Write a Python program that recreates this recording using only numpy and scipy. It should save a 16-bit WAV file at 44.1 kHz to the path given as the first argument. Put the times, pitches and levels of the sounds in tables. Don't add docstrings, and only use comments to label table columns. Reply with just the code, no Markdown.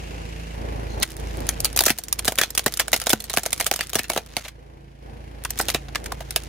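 import sys
import numpy as np
from scipy import signal
from scipy.fft import rfft, irfft, next_fast_len
from scipy.io import wavfile
from scipy.ndimage import uniform_filter1d, map_coordinates

SR = 44100
rng = np.random.default_rng(int(sys.argv[2]) if len(sys.argv) > 2 else 0)


def wav_out(sig):
    wavfile.write(sys.argv[1], SR, np.round(np.clip(np.atleast_2d(sig).T, -1, 1) * 32767).astype(np.int16))


N = 285768
EVENT_SIZE = 4096
EVENT_T, EVENT_HZ = np.arange(EVENT_SIZE) / SR, np.fft.rfftfreq(EVENT_SIZE, 1 / SR)

# t/s, snap/dB, ring of the piece/Hz, splinter/dB, knock/dB, nominal tear/s
FRACTURES = [(1.0233, -24, 3740, -39, -54, 0.0045), (1.028, -19, 3540, -17.5, -39, 0.0076),
             (1.49, -26, 6140, -17, -34.5, 0.0014), (1.603, -56, 6000.0, -23, -41, 0.0029),
             (1.6456, -30, 6000.0, -16, -36, 0.0048), (1.6535, -25.5, 2820, -19.5, -47, 0.00092),
             (1.7626, -36, 6200.0, -19, -31.5, 0.00094), (1.774, -26, 2830, -18.5, -47, 0.0015),
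             (1.7901, -17.5, 5700.0, -14.5, -34, 0.0028), (1.806, -24, 6670, -14.5, -24, 0.0046),
             (1.837, -29.5, 6800.0, -21, -40, 0.0033), (1.8545, -34, 5660, -21, -45, 0.0018),
             (1.8612, -28, 5660, -16, -35, 0.0042), (1.8645, -18.5, 5780, -17, -22, 0.0033),
             (1.8807, -26, 2130, -24, -43, 0.0015), (1.8835, -21.5, 2140, -22, -34, 0.0012),
             (1.8952, -24, 2130, -24, -41, 0.0035), (1.903, -17.5, 2020, -17.5, -26.5, 0.0013),
             (1.9858, -40.5, 6200.0, -26, -39.0, 0.0023), (2.0365, -46, 3700.0, -32, -60, 0.0027),
             (2.0835, -41.5, 5450, -33, -62, 0.0018), (2.1265, -27, 6000, -16, -51, 0.0047),
             (2.192, -29, 6120, -23.5, -44, 0.0061), (2.253, -32, 5700.0, -24.5, -36, 0.0014),
             (2.279, -17.5, 3650, -19, -23.5, 0.003), (2.2834, -26, 1400, -23, -29, 0.0022),
             (2.321, -35.5, 1000.0, -30, -31, 0.0025), (2.386, -16, 1810, -16, -27.5, 0.00069),
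             (2.4135, -18, 2010, -18.5, -26, 0.0032), (2.4346, -19.5, 3820, -25.5, -31.5, 0.0016),
             (2.504, -40, 5760, -29.5, -52, 0.0044), (2.5502, -33.5, 5400, -26.5, -45, 0.0034),
             (2.5765, -20.5, 2600, -16.5, -50, 0.0026), (2.581, -32, 5600, -22, -44, 0.0019),
             (2.593, -24, 4660, -25, -33, 0.0032), (2.661, -18, 1220, -17.5, -22.5, 0.0079),
             (2.679, -30.5, 2400, -29.5, -33.5, 0.003), (2.739, -40, 6300.0, -26, -53, 0.0013),
             (2.772, -37, 2470, -25.5, -50, 0.0038), (2.7963, -19.5, 2000, -19.5, -31.5, 0.0033),
             (2.8005, -23, 1900, -21, -34, 0.0063), (2.807, -30.5, 1900, -29.5, -38.5, 0.0035),
             (2.881, -31.5, 6840, -27, -35.5, 0.0024), (2.9305, -15, 1310, -16.5, -20.5, 0.0062),
             (2.94, -20, 2190, -22, -25.5, 0.0049), (2.9619, -29, 3950, -25, -36, 0.005),
             (3.016, -30.5, 1290, -29, -40, 0.0012), (3.0683, -22.5, 4460, -20.5, -23, 0.0016),
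             (3.0934, -27.5, 2810, -18.5, -37, 0.0063), (3.1027, -22, 2920, -18, -29.5, 0.00053),
             (3.1307, -18, 1400.0, -15.5, -21.5, 0.0057), (3.203, -36, 3820, -31, -52, 0.0037),
             (3.2407, -42, 4700.0, -32.5, -51, 0.00077), (3.2969, -30, 3870, -27.5, -40.5, 0.011),
             (3.338, -27.5, 1310, -27, -31, 0.0012), (3.372, -16.5, 1720, -18.5, -22.5, 0.0021),
             (3.382, -26.5, 2490, -25.5, -35.5, 0.0049), (3.433, -37, 6800.0, -28.5, -39, 0.0062),
             (3.4612, -25, 6500.0, -24, -26.5, 0.0023), (3.529, -23, 3480, -18, -34, 0.0045),
             (3.599, -34, 2100.0, -26.5, -35.5, 0.002), (3.6024, -26.5, 2100, -23, -32, 0.0022),
             (3.609, -23, 2150, -23.5, -29, 0.0024), (3.6648, -22.5, 3470, -18.5, -31, 0.0013),
             (3.7129, -23, 2570, -19, -21.5, 0.0046), (3.7375, -27.5, 6500.0, -25.5, -34.5, 0.0061),
             (3.7607, -36, 3800.0, -25.5, -46, 0.0012), (3.7907, -29.5, 2800, -37, -34, 0.0017),
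             (3.8085, -22, 2530, -25, -37, 0.0013), (3.932, -31, 3500.0, -27, -35.5, 0.003),
             (3.954, -23.5, 3900.0, -17.5, -25, 0.0013), (3.9867, -29.5, 4200, -29, -49, 0.0036),
             (3.9919, -22, 2630, -22.5, -34.5, 0.0018), (4.042, -34, 2130, -42.5, -58, 0.00054),
             (4.0991, -25.5, 2490, -22.5, -23, 0.0021), (4.1337, -33.5, 2800.0, -30.5, -35, 0.0015),
             (4.162, -32.5, 1000.0, -33, -23.5, 0.0023), (4.1751, -25, 2930, -28.5, -21.5, 0.0037),
             (4.367, -21, 3180, -26.5, -26.5, 0.0014), (4.4487, -35.5, 2280, -45.5, -45, 0.015),
             (4.4804, -36, 3680, -39, -65, 0.0096), (5.4491, -31, 2920, -26, -44, 0.0045),
             (5.5048, -34.5, 6330, -24.5, -43, 0.0047), (5.589, -38, 1520, -22.5, -49, 0.00035),
             (5.5964, -34, 4000, -30, -33, 0.0027), (5.6004, -26, 1500, -34, -23, 0.0016),
             (5.6115, -37, 3950, -22, -33, 0.0019), (5.6842, -24, 3300.0, -23.5, -30, 0.0025),
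             (5.6912, -25, 1650, -27, -38, 0.0022), (5.7003, -27.5, 4000.0, -23, -45, 0.0023),
             (5.7458, -19, 2700, -24.5, -25, 0.0014), (5.884, -41.5, 1490, -59, -47, 0.0059),
             (5.9487, -31, 1670, -38, -42, 0.0025), (5.956, -20.5, 1660, -30.5, -40, 0.0039),
             (6.059, -33, 1730, -33, -59, 0.0079), (6.121, -36, 1730, -31.5, -32, 0.0033),
             (6.2052, -39.5, 1520, -44, -33.5, 0.00036), (6.307, -35, 4260, -28, -45, 0.0044),
             (6.3608, -20, 2770, -17, -27.5, 0.0019)]
# f/Hz, level/dB
SNAP_SPECTRUM = [(300, -17), (900, -11), (1300, -4.5), (2000, -4), (3800, -5), (5000, -9), (7000, -11.5),
                 (12000, -44.5)]
# f/Hz, level/dB
SPLINTER_SPECTRUM = [(1500, -22.5), (4000, -5.5), (5600, -1.5), (7200, -2), (8700, 0.5), (11000, -2),
                     (13200, -2), (15600, -5), (16500, -37.5)]


def amp(db):
    return 10 ** (np.asarray(db) / 20)


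def unit(x):
    return x / np.sqrt(np.mean(x ** 2) + 1e-20)


def along(points, hz):
    f, v = np.transpose(points)
    return np.interp(np.log(hz + 1), np.log(f + 1), v)


def curves(rows):
    s, *cols = np.transpose(rows)
    return [np.interp(np.arange(N) / SR, s, c) for c in cols]


def wobble(rate):
    return map_coordinates(rng.standard_normal(int(N * rate / SR) + 4), [np.arange(N) * rate / SR])


def filtered(x, response):
    m = next_fast_len(N + SR // 2)
    return irfft(rfft(x, m) * response(np.fft.rfftfreq(m, 1 / SR)), m)[..., :N]


def coloured(x, spectrum):
    return unit(filtered(x, lambda hz: amp(along(spectrum, hz))))


def causal(gain_db):
    cepstrum = irfft(np.log(amp(gain_db)))
    half = cepstrum.shape[-1] // 2
    cepstrum[..., 1:half] *= 2
    cepstrum[..., half + 1:] = 0
    return np.exp(rfft(cepstrum))


def ports(pair, likeness):
    turn = lambda hz: np.arccos(np.clip(along(likeness, hz), -1, 1)) / 2
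    mid, side = filtered(pair, lambda hz: np.array([np.cos(turn(hz)), np.sin(turn(hz))]))
    return np.array([mid + side, mid - side])


def ringing(x, modes):
    return filtered(x, lambda f: sum(amp(db) * 1j * f * width / (centre**2 - f**2 + 1j * f * width)
                                     for centre, width, db in modes))


def placed(sounds, times, level_db):
    sounds = sounds / np.sqrt(np.mean(sounds[..., :SR // 100] ** 2, axis=-1, keepdims=True))
    track = np.zeros((2, N + EVENT_SIZE))
    for s, db, sound in zip(times, level_db, sounds):
        track[:, round(s * SR):][:, :EVENT_SIZE] += amp(db) * sound
    return track[:, :N]


def tears(gain_db, length, jagged_db, echo_db, echo_t60, tail_db, tail_t60, rise=.0003, ragged_db=3):
    def jerks(db, hold):
        steps = rng.standard_normal((len(length), 1, EVENT_SIZE // hold))
        return np.repeat(amp(db * steps), hold, axis=-1)

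    t = EVENT_T
    tear = jerks(jagged_db, hold=16) * np.exp(-(t / length[:, None, None]) ** 2)
    decay = amp(echo_db - 60 * t / echo_t60) + amp(tail_db - 60 * t / tail_t60)
    echoes = jerks(ragged_db, hold=64) * decay
    onset = 1 - np.exp(-(t / rise) ** 2)
    force = onset * (tear + echoes) * rng.standard_normal((len(length), 2, EVENT_SIZE))
    return irfft(rfft(force) * causal(gain_db)[..., None, :])


def engine(waver_db=2.5, throb=.17, rumble_db=-4.5, hiss_db=-11.5, tick_depth=1.35, tick_turns=.22):
    # t/s, level/dB
    heard_engine_level = [(0, -36), (.4, -34.5), (.53, -35), (.58, -31), (1.02, -30.5), (1.05, -42.5),
                          (1.17, -40), (1.23, -30.5), (1.6, -33), (1.78, -35), (2.0, -50.5), (2.24, -35.5),
                          (2.35, -44.5), (2.75, -43), (3.2, -44.5), (5.0, -46.5), (5.04, -41), (5.55, -38),
                          (6.48, -38)]
    crank_speed = [(0, 27.7), (.8, 27.5), (1.6, 27.3), (3, 27.4), (4.7, 27.6), (6.48, 27.7)]  # t/s, speed/(turns per s)
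    exhaust_orders = [(1, -29), (2, 5.5), (3, -3), (4, -7), (5, -8.5), (6, -20.5), (7, -18), (8, -14.5),
                      (9, -23), (10, -22), (11, -21.5), (12, -14)]
    panel_levels = [(0, -70, -47.5, -70), (.5, -70, -43, -70), (.6, -62, -61.5, -67), (.8, -56, -61, -50.5),
                    (1.3, -55, -61, -52), (1.9, -61, -60.5, -62), (4.2, -60.5, -60.5, -69),
                    (5.1, -51.5, -61, -63.5), (6.48, -50, -68, -59)]
    rumble_spectrum = [(20, -17), (50, 1.5), (100, 1), (200, -2.5), (270, -1.5), (340, -2.5), (400, -2),
                       (470, 1), (600, -4.5), (800, -4), (1150, -12.5), (2500, -27), (8000, -67.5)]
    hiss_spectrum = [(400, 9.5), (1200, -0.5), (1600, 6.5), (2100, 5), (2900, 2), (3600, -2), (5800, -5.5),
                     (7300, -11.5), (9000, -9.5), (11000, -13), (13500, -14.5), (15700, -23), (16300, -45)]
    rasp_level = [(0, -45), (.54, -46), (.6, -73), (.7, -100)]
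    rasp_spectrum = [(700, -6), (1700, -2), (2500, 1.5), (2780, 4), (3050, -1.5), (3500, -6), (4800, -7.5),
                     (6700, -10), (8600, -12), (10000, -19), (13500, -23), (16000, -33.5)]
    far_likeness = [(60, 0.61), (250, 0.49), (600, -0.29), (1300, -0.77), (2500, 0.81), (3600, -0.4),
                    (4600, 0.14), (6000, -0.11), (8600, 0.8), (11500, 1)]
    heard_db, = curves(heard_engine_level)
    turns = np.cumsum(curves(crank_speed)[0] * (1 + .004 * wobble(9))) / SR
    angle = 2 * np.pi * turns
    note = np.zeros(N)
    for order, db in exhaust_orders:
        unrest = np.log(order / 2)
        strength = amp(db + waver_db * unrest * wobble(7.6))
        note += strength * np.cos(order * angle + .62 * unrest * wobble(11))
    drone = sum(amp(db) * np.sqrt(2) * np.sin(order * angle)
                for order, db in zip((5, 6, 12), curves(panel_levels)))
    hum = amp(heard_db) * unit(note) + drone
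    noise = lambda spectrum: coloured(rng.standard_normal((2, N)), spectrum)
    rumble = amp(heard_db + rumble_db + 1.8 * wobble(12)) * noise(rumble_spectrum)
    rumble *= 1 + throb * np.cos(angle)
    hiss = amp(heard_db + hiss_db) * noise(hiss_spectrum)
    rasp = amp(curves(rasp_level)[0]) * noise(rasp_spectrum)
    ticking = unit(1 + tick_depth * np.exp(-(turns % 1) / tick_turns))
    return hum * amp([[-1.2], [1.1]]) + ports(rumble + (hiss + rasp) * ticking, far_likeness)


def grit_and_chips(ticks_per_s=1000, tick_t60=.004, chip_db=-20.5, chip_t60=.16):
    grit_level = [(0, -52.5), (.95, -56.5), (1.1, -48.5), (1.5, -45.5), (2.05, -54.5), (3.7, -49),
                  (4.25, -55), (4.46, -42.5), (4.53, -77), (5.35, -71.5), (5.6, -39.5), (5.9, -61.5),
                  (6.48, -48)]
    ticks = (rng.random(N) < ticks_per_s / SR) * amp(3.7 * np.minimum(rng.exponential(size=N), 3))
    t = np.arange(SR // 20) / SR
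    grains = signal.fftconvolve(ticks, amp(-60 * t / tick_t60))[:N] * rng.standard_normal((2, N))
    dull, bright = coloured(grains, SNAP_SPECTRUM), coloured(grains, SPLINTER_SPECTRUM)
    grit = amp(curves(grit_level)[0]) * unit(dull + amp(-6) * bright)
    s, snap_db = np.transpose(FRACTURES)[:2]
    shed = np.bincount(np.round(s * SR).astype(int), amp(snap_db + chip_db) ** 2, N)
    chip_power = signal.lfilter([1], [1, -amp(-60 / (chip_t60 * SR)) ** 2], shed)
    return grit + np.sqrt(chip_power) * unit(dull + amp(2) * bright)


def scrape(rough_db=3):
    scrape_level = [(.84, -92.5), (.9, -48), (.94, -48), (.97, -61), (1.02, -38), (1.05, -87)]  # t/s, level/dB
    shell_modes = [(4200, 220, 0), (6210, 250, -5.5)]  # f/Hz, width/Hz, level/dB
    slips = amp(rough_db * wobble(150)) * rng.standard_normal((2, N))
    return amp(curves(scrape_level)[0]) * unit(ringing(slips, shell_modes))


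def hairline_cracks(snap_db=-8, tear_s=.0009):
    clicks = [(1.0006, -39), (1.078, -49), (1.1045, -41), (1.118, -40.5), (1.167, -39), (1.2, -45),
              (1.371, -41.5), (1.405, -39.5), (1.468, -35), (1.729, -37.5), (1.822, -28), (1.978, -41),
              (2.247, -29.5), (2.312, -42), (2.356, -34), (2.459, -49), (2.189, -32), (2.641, -40),
              (2.723, -33.5), (2.918, -32.5), (2.975, -33), (3.000, -29.5), (3.039, -36.5), (3.060, -39),
              (3.126, -30), (3.222, -41), (3.332, -31), (3.365, -30), (3.394, -33), (3.455, -42),
              (3.506, -35.5), (3.562, -44), (3.578, -35.5), (3.644, -31), (3.676, -30.5), (3.726, -31.5),
              (3.836, -38), (3.870, -39), (3.895, -35), (3.900, -34.5), (3.946, -33.5), (4.033, -35.5),
              (4.083, -44), (4.148, -38), (4.262, -45), (4.414, -51), (5.438, -37.5), (5.576, -36.5),
              (5.654, -39.5), (6.042, -37.5), (6.436, -40)]
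    s, db = np.transpose(clicks)
    length = np.full(len(s), tear_s)
    texture = dict(jagged_db=4, echo_db=-17, echo_t60=.04, tail_db=-26, tail_t60=.09)
    splinter = tears(along(SPLINTER_SPECTRUM, EVENT_HZ), length, **texture)
    snap = tears(along(SNAP_SPECTRUM, EVENT_HZ), length, **texture)
    return placed(splinter, s, db) + placed(snap, s, db + snap_db)


def buckles(width_octaves=.17):
    knocks = [(2.799, -28, 1950, .004), (3.954, -29.5, 1320, 0.0036), (4.16, -30, 1210, .003),
              (5.451, -31.5, 1070, 0.0041), (5.452, -30, 1620, 0.0043), (5.597, -24, 1547, .005),
              (5.956, -30.5, 1160, 0.0045), (6.118, -29, 1143, 0.0054)]
    s, db, ring_hz, length = np.transpose(knocks)
    ring_db = -14 * np.log10(1 + (np.log2((EVENT_HZ + 1) / ring_hz[:, None]) / width_octaves) ** 2)
    hollow = tears(ring_db, length, rise=.001, jagged_db=3, ragged_db=2,
                   echo_db=-13, echo_t60=.04, tail_db=-22, tail_t60=.1)
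    return placed(hollow, s, db)


def tyre_thumps(nudge_db=-16.5, push_s=.00052):
    drops = [(1.868, -33), (1.905, -25.5), (2.2815, -26.5), (2.4155, -36), (2.6635, -23.5), (3.134, -19),
             (3.3745, -26.5), (3.956, -27), (3.995, -35), (4.177, -31.5), (4.369, -34.5), (5.748, -29)]
    thump_spectrum = [(30, -38.5), (90, -8.5), (150, -9.5), (300, 1), (420, 1.5), (800, -14), (2000, -47)]  # f/Hz, level/dB
    tyre_modes = [(138, 26, 2), (226, 26, -2), (217, 5, 1)]  # f/Hz, width/Hz, level/dB
    nudges = [(s, knock_db + nudge_db) for s, *_, knock_db, _ in FRACTURES]
    s, db = np.vstack([drops, nudges]).T
    age = EVENT_T / (push_s * np.exp(.046 * rng.standard_normal((len(s), 1, 1))))
    push = age ** 2 * (3 - age) * np.exp(-age)
    thumps = placed(irfft(rfft(push) * causal(along(thump_spectrum, EVENT_HZ))), s, db)
    return thumps + ringing(thumps, tyre_modes)


def lesser_splits(chance=.35, lead_s=.0062, follow_s=.014, split_db=-12.5, scatter_db=5, tear_s=.00049):
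    parents = np.vstack([FRACTURES, FRACTURES])
    draw, wait, size, pitch = rng.random((len(parents), 4)).T
    s = parents[:, 0] + np.repeat([-lead_s, follow_s], len(FRACTURES)) * (.5 + wait)
    snap_db = parents[:, 1] + split_db + scatter_db * (2 * size - 1)
    ring_hz = 5300 * 2 ** (2 * pitch - 1)
    splinter_db, knock_db = snap_db - 2, snap_db - 18.5
    rows = np.transpose([s, snap_db, ring_hz, splinter_db, knock_db, np.full(len(s), tear_s)])
    return rows[draw < chance]


def breaking_shell(knock_lag_s=.001):
    knock_spectrum = [(150, -30), (300, -9.5), (440, -3), (570, -1.5), (700, 3.5), (800, -1.5), (950, -7.5),
                      (1250, -16.5), (2500, -27.5)]
    s, snap_db, ring_hz, splinter_db, knock_db, length = np.vstack([FRACTURES, lesser_splits()]).T
    ring_db = 6 / (1 + (np.log2((EVENT_HZ + 1) / ring_hz[:, None]) / .24) ** 2)
    scatter = rng.standard_normal((len(s), len(EVENT_HZ)))
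    modes_db = 3.3 * unit(uniform_filter1d(uniform_filter1d(scatter, size=18), size=12))
    snap_colour = along(SNAP_SPECTRUM, EVENT_HZ) + ring_db + modes_db
    splinter_colour = along(SPLINTER_SPECTRUM, EVENT_HZ) + modes_db
    brittle = dict(jagged_db=5.5, echo_db=-10.5, echo_t60=.042)
    snap = tears(snap_colour, .95 * length, tail_db=-16, tail_t60=.105, **brittle)
    splinter = tears(splinter_colour, .7 * length, tail_db=-21, tail_t60=.09, **brittle)
    knock = tears(along(knock_spectrum, EVENT_HZ), 1.3 * length, tail_db=-17, tail_t60=.11, **brittle)
    cracks = placed(snap, s, snap_db) + placed(splinter, s, splinter_db)
    return cracks + placed(knock, s + knock_lag_s, knock_db)


def scene():
    near_likeness = [(100, 0.98), (700, 0.96), (1500, 0.96), (3000, 0.62), (5000, 0.01), (6500, 0.29),
                     (8500, 0.37), (12000, 1), (16000, .9)]
    far = engine()
    near = grit_and_chips() + scrape() + tyre_thumps() + breaking_shell() + hairline_cracks() + buckles()
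    return ports(near, near_likeness) * amp([[-.4], [.5]]) + far


def record(dry):
    lag_s, lag_above_hz, ceiling, top_hz = .000298, 6710, .9, 16500
    phase = lambda hz: np.pi * lag_s * np.maximum(hz - lag_above_hz, 0)
    wide = filtered(dry, lambda hz: np.exp(1j * phase(hz) * np.array([[-1], [1]])))
    rounded = wide / (1 + (wide / ceiling) ** 4) ** (1 / 4)
    return filtered(rounded, lambda hz: hz < top_hz)


dry = scene()
out = record(dry)
wav_out(out)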